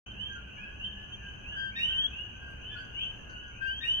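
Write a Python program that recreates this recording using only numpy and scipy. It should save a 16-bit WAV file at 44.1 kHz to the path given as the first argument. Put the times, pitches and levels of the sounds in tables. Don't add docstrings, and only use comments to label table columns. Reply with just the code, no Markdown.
import sys
import numpy as np
from scipy import signal
from scipy.fft import rfft, irfft
from scipy.io import wavfile

SR = 44100
rng = np.random.default_rng(int(sys.argv[2]) if len(sys.argv) > 2 else 0)


def bounce(signal):
    frames = np.transpose(np.atleast_2d(signal))
    limited = np.clip(frames, -1, 1)
    pcm = np.round(limited * 32767).astype(np.int16)
    wavfile.write(sys.argv[1], SR, pcm)


N = 176400
T = np.arange(N) / SR
FREQS = np.fft.rfftfreq(N, 1 / SR)


def from_db(db):
    return 10 ** (np.asarray(db) / 20)


def rms_one(x):
    return x / np.sqrt(np.mean(x ** 2) + 1e-20)


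def over_freqs(points):
    hz, values = np.array(points).T
    return np.interp(np.log(FREQS + 1e-9), np.log(hz), values)


def drift(rate_hz):
    return rms_one(irfft(rfft(rng.standard_normal(N)) / (1 + (FREQS / rate_hz) ** 2), N))


def ramp(x):
    return np.sin(np.pi / 2 * np.clip(x, 0, 1)) ** 2


def add(out, start_s, sound):
    i = int(start_s * SR)
    a, b = max(i, 0), min(i + sound.shape[1], N)
    if b > a:
        out[:, a:b] += sound[:, a - i:b - i]


def rumble_and_hiss():
    # f/Hz, relative density/dB
    spectrum = [(20, -6), (40, -3), (60, -2.5), (78, -8), (110, -4.5), (155, -12.5), (195, -12.5),
                (280, -16), (500, -22), (1200, -25), (2100, -31.5), (3800, -48.5), (8500, -53.5),
                (10500, -73.5), (12500, -53), (15000, -61)]
    # f/Hz, left-right correlation
    likeness = [(50, 0.98), (125, 0.84), (250, 0.22), (500, 0.12), (2000, -0.18), (10000, -0.38)]
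    low_cut = FREQS / np.hypot(FREQS, 20)
    mid, side = rfft(rng.standard_normal((2, N))) * from_db(over_freqs(spectrum)) * low_cut
    alike = over_freqs(likeness)
    bed = rms_one(irfft(np.sqrt(1 + alike) * mid + np.sqrt(1 - alike) * side * [[1], [-1]], N))
    return from_db(-49.5 + drift(2.4)) * bed


def hums(waver=.7, fade_s=.73):
    # f/Hz, level/dB, faded out by t/s
    tones = [(61.6, -53, 9), (199.4, -60, 2.3)]
    out = 0
    for hz, db, end in tones:
        wavering = 1 + waver * (drift(12) + 1j * drift(12))
        tone = np.real(wavering * np.exp(2j * np.pi * hz * T))
        out += from_db(db) * rms_one(tone) * ramp((end - T) / fade_s)
    return out


def insects(flutter_db=3, flutter_hz=13):
    # centre f/Hz, width/Hz, level/dB
    bands = [(6250, 290, -71)]
    out = 0
    for hz, width_hz, db in bands:
        band = irfft(rfft(rng.standard_normal((2, N))) / (1 + ((FREQS - hz) / width_hz) ** 2) ** 2, N)
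        out += from_db(db) * rms_one(band * from_db(flutter_db * drift(flutter_hz)))
    return out


def drips(t60_s=.18, width_octaves=.56):
    # t/s, level before the band filter/dB, centre f/Hz
    splashes = [(1.018, -74, 11000), (1.788, -49.5, 5000), (2.22, -76, 11100), (2.502, -71, 9720),
                (3.298, -57.5, 4530)]
    out, t = np.zeros((2, N)), T[:SR // 4]
    for start, db, hz in splashes:
        edges_hz = hz * 2 ** (width_octaves * np.array([-.5, .5]))
        band = signal.butter(2, edges_hz, "band", fs=SR, output="sos")
        splash = from_db(db - 60 * t / t60_s) * rng.standard_normal((2, len(t)))
        add(out, start, signal.sosfilt(band, splash))
    return out


def foliage(note, scatter_db, pan_db=0, lag_ms=0):
    t = T[:SR * 3 // 5]
    depth = from_db(.56 * scatter_db)
    leaves_t60_s, garden_t60_s, first_echo_s = .19 * depth, .76, .0023
    leaves, garden = (
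        rms_one(rng.standard_normal((2, len(t))) * from_db(-60 * t / t60) * (t > first_echo_s))
        for t60 in (leaves_t60_s, garden_t60_s))
    path = from_db(scatter_db) * (leaves + depth * from_db(-5.5) * garden) / np.sqrt(len(t))
    side = np.array([[1], [-1]])
    path[:, :88] += np.sinc(np.arange(88) - 44 + side * lag_ms * SR / 2000)
    heard = signal.fftconvolve(note[None], path, axes=1) * from_db(side * pan_db / 2)
    return heard * np.sqrt(2 * np.sum(note ** 2) / np.sum(heard ** 2))


def whistle(hz, t, overtones, wobble_share=.0044, wobbles_per_s=159.6):
    wobble = np.interp(t * wobbles_per_s, np.arange(64), rng.standard_normal(64))
    phase = 2 * np.pi * np.cumsum(hz * (1 + wobble_share * wobble)) / SR
    upper = sum(from_db(db - fade * t) * np.sin(k * phase) for k, db, fade in overtones)
    return np.sqrt(2) * (np.sin(phase) + ramp(t / .03) * upper)


def co(length, hz, sag_hz_per_s, scoop=0, overtones=()):
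    attack_s, release_s, scoop_s = .022, .065, .011
    t = T[:int(length * SR)]
    pitch = (hz - sag_hz_per_s * t) * (1 - scoop * np.exp(-t / scoop_s))
    return whistle(pitch, t, overtones) * ramp(t / attack_s) * ramp((length - t) / release_s)


def qui(length, first_hz, last_hz, scoop=0, overtones=()):
    onset_s, swell_s, release_s, scoop_s, glide_s = .0066, .067, .012, .0068, .065
    t = T[:int(length * SR)]
    glide = np.expm1(-t / glide_s) / np.expm1(-length / glide_s)
    pitch = (first_hz + (last_hz - first_hz) * glide) * (1 - scoop * np.exp(-t / scoop_s))
    swell = .4 * ramp(t / onset_s) + .6 * ramp(t / swell_s)
    return whistle(pitch, t, overtones) * swell * ramp((length - t) / release_s)


def crowd(make_note, calls_per_s, perch_count=6):
    out, perches = np.zeros((2, N)), np.zeros((perch_count, N + 2 * SR))
    total = int(calls_per_s * (N / SR + 1))
    for k, (jitter, pitch) in enumerate(rng.random((total, 2))):
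        note = make_note(np.sqrt(3) * (2 * pitch - 1))
        i = int((k + jitter) / calls_per_s * SR)
        perches[k % perch_count, i:i + len(note)] += note
    for perch in perches:
        add(out, -1, foliage(perch, scatter_db=17.5))
    return rms_one(out)


def far_chorus(note_s=.13):
    high = crowd(lambda detune: qui(note_s, 2514.5 + 170 * detune, 2943 + 170 * detune), calls_per_s=45)
    low = crowd(lambda detune: co(note_s, 1602.7 + 85 * detune, sag_hz_per_s=350), calls_per_s=30)
    return from_db(-52.5) * high + from_db(-56.5) * low


def near_frogs():
    # t/s, length/s, f/Hz, level/dB, scoop/share of pitch, sag/(Hz/s), octave overtone/dB,
    # upper overtone boost/dB, left over right/dB, right lag/ms, scatter/dB
    co_notes = [ (0.285, .13, 1615, -44.5, 0.023, 300, -19, -7, 0, -0.13, -5),
                (0.344, 0.085, 1443, -46, 0.018, 607, -20, -3.5, 3, -0.13, 0.5),
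                (0.549, 0.15, 1705, -48, .01, 916, -16.5, 0, -3, -0.16, 14.5),
                (0.952, 0.13, 1730, -53, 0.0078, 303, -18, 0, 8, -0.095, 1),
                (1.189, 0.14, 1623, -48.5, .01, 248, -17, -5.5, 2, -0.16, 6.5),
                (1.509, 0.072, 1674, -41.5, 0.012, 600, -17.5, -8, 3.5, -0.11, 0.5),
                (1.556, 0.18, 1593, -35.5, 0.014, 130, -9.5, -2, 3.5, 0.18, -5.5),
                (1.744, 0.13, 1884, -38, .14, 330, -4, 3.5, 2.5, -0.22, -4),
                (1.884, 0.14, 1565, -46.5, 0.012, 100, -12, -3.5, 0.5, 0.073, 5),
                (1.965, 0.13, 1717, -56, .01, 100, -16, -10.5, 16.5, 0.059, 3.5),
                (2.401, 0.19, 1614, -49, 0.0064, 180, -17.5, -2, 1.5, -0.15, -12),
                (2.685, 0.11, 1727, -47.5, 0.006, 690, -6, 0.5, 4, 0.28, 6.5),
                (2.746, 0.068, 1460, -40.5, 0.012, 510, -11, 5.5, 9, -.14, -2),
                (2.755, .11, 1555, -46, 0.0062, 612, -18, 12, 1, -0.19, 1.5),
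                (2.756, 0.098, 1654, -48, 0.0085, 600, -8.5, 8.5, 5.5, 0.52, 5),
                (3.28, 0.13, 1516, -49, 0.011, 202, -14.5, 1.5, 7, 0.25, -4.5),
                (3.415, 0.13, 1647, -50, 0.0065, 306, -16.5, -3.5, 0.5, -0.19, -17),
                (3.601, 0.16, 1591, -32.5, 0.016, 153, -16.5, -3, 5, 0.27, -4.5),
                (3.794, 0.11, 1881, -39.5, 0.18, 253, -1, 0, 5.5, -0.14, -1.5), ]
    # t/s, length/s, first f/Hz, last f/Hz, level/dB, scoop/share of pitch,
    # overtone boost/dB, left over right/dB, right lag/ms, scatter/dB
    qui_notes = [ (.01, 0.083, 2756, 3140, -44.5, 0.03, -15, -0.5, 0, 13),
                 (0.161, 0.13, 2672, 3221, -37, 0.036, -10.5, -4, 0.14, 1.5),
                 (.48, .11, 2540, 2920, -49, 0.036, -15, 0.5, -0.033, 2.5),
                 (0.567, 0.098, 2260, 2642, -44, 0.013, -11.5, 1, -0.061, 2.5),
                 (0.794, 0.076, 2655, 3183, -33, 0.028, -23.5, 0, 0.18, 3),
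                 (.92, .12, 2622, 3033, -48.5, 0.053, -27.5, 1, 0, 11),
                 (1.115, 0.042, 3055, 3213, -36, .02, -14, 1.5, 0.18, -9),
                 (1.195, 0.1, 2672, 3070, -46, 0.0079, -12.5, 3, 0, 10),
                 (1.439, 0.15, 2375, 3078, -41.5, .02, -13, -3, 0.14, -4),
                 (1.71, 0.078, 2180, 2767, -43, 0.018, -21, 1, 0.12, 8.5),
                 (1.78, 0.14, 2490, 3142, -28, 0.21, 2.5, -2, 0.15, 1),
                 (1.924, 0.15, 2658, 3332, -28, .02, -7, 4, 0.13, -8.5),
                 (2.109, 0.12, 2495, 2949, -37.5, 0.039, -16, 0.5, -0.16, 5),
                 (2.584, .14, 2644, 3133, -42, 0.031, -7, -0.5, 0.0096, 13),
                 (2.914, 0.12, 2713, 3080, -39.5, 0.031, -17.5, 7.5, -0.041, 7.5),
                 (2.946, 0.1, 2630, 3262, -35, 0.013, -21.5, 4, 0.14, -5),
                 (2.965, 0.096, 2235, 2790, -43, 0.045, -12.5, 1.5, -0.0024, 5),
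                 (2.988, 0.13, 2643, 3109, -39, 0.023, -23, 3, 0.11, -4),
                 (3.308, 0.12, 2560, 3005, -46.5, 0.015, -24, 0, 0.066, 3.5),
                 (3.505, .13, 2110, 2615, -52.5, 0.013, -22.5, 3.5, 0.049, 4.5),
                 (3.643, 0.16, 2510, 3212, -38.5, 0.01, -8, 0.5, 0.096, -6.5),
                 (3.829, 0.15, 2546, 3120, -27.5, .18, 2, -0.5, 0.12, 0.5), ]
    # multiple of the pitch, relative level before boost/dB, fade/(dB/s)
    co_overtones = [(3, -31.5, 3), (4, -49, 4), (5, -50, 12), (6, -53.5, 1.5), (7, -58, -3)]
    qui_overtones = [(2, -32.5, 93), (3, -35, 150), (4, -35.5, 150)]
    out = np.zeros((2, N))
    for start, length, hz, db, scoop, sag, octave_db, boost_db, pan_db, lag_ms, scatter_db in co_notes:
        upper = [(k, level + boost_db, fade) for k, level, fade in co_overtones]
        note = co(length, hz, sag, scoop, [(2, octave_db, .0091)] + upper)
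        add(out, start, from_db(db) * foliage(note, scatter_db, pan_db, lag_ms))
    for start, length, first_hz, last_hz, db, scoop, boost_db, pan_db, lag_ms, scatter_db in qui_notes:
        overtones = [(k, level + boost_db, fade) for k, level, fade in qui_overtones]
        note = qui(length, first_hz, last_hz, scoop, overtones)
        add(out, start, from_db(db) * foliage(note, scatter_db, pan_db, lag_ms))
    return out


def scene():
    return rumble_and_hiss() + hums() + insects() + drips() + near_frogs() + far_chorus()


def record(dry, start_s=.06, stopband_hz=17000):
    high_cut = signal.cheby2(12, 70, stopband_hz, fs=SR, output="sos")
    return signal.sosfilt(high_cut, dry * ramp((T - start_s) / .005))


dry = scene()
out = record(dry)
bounce(out)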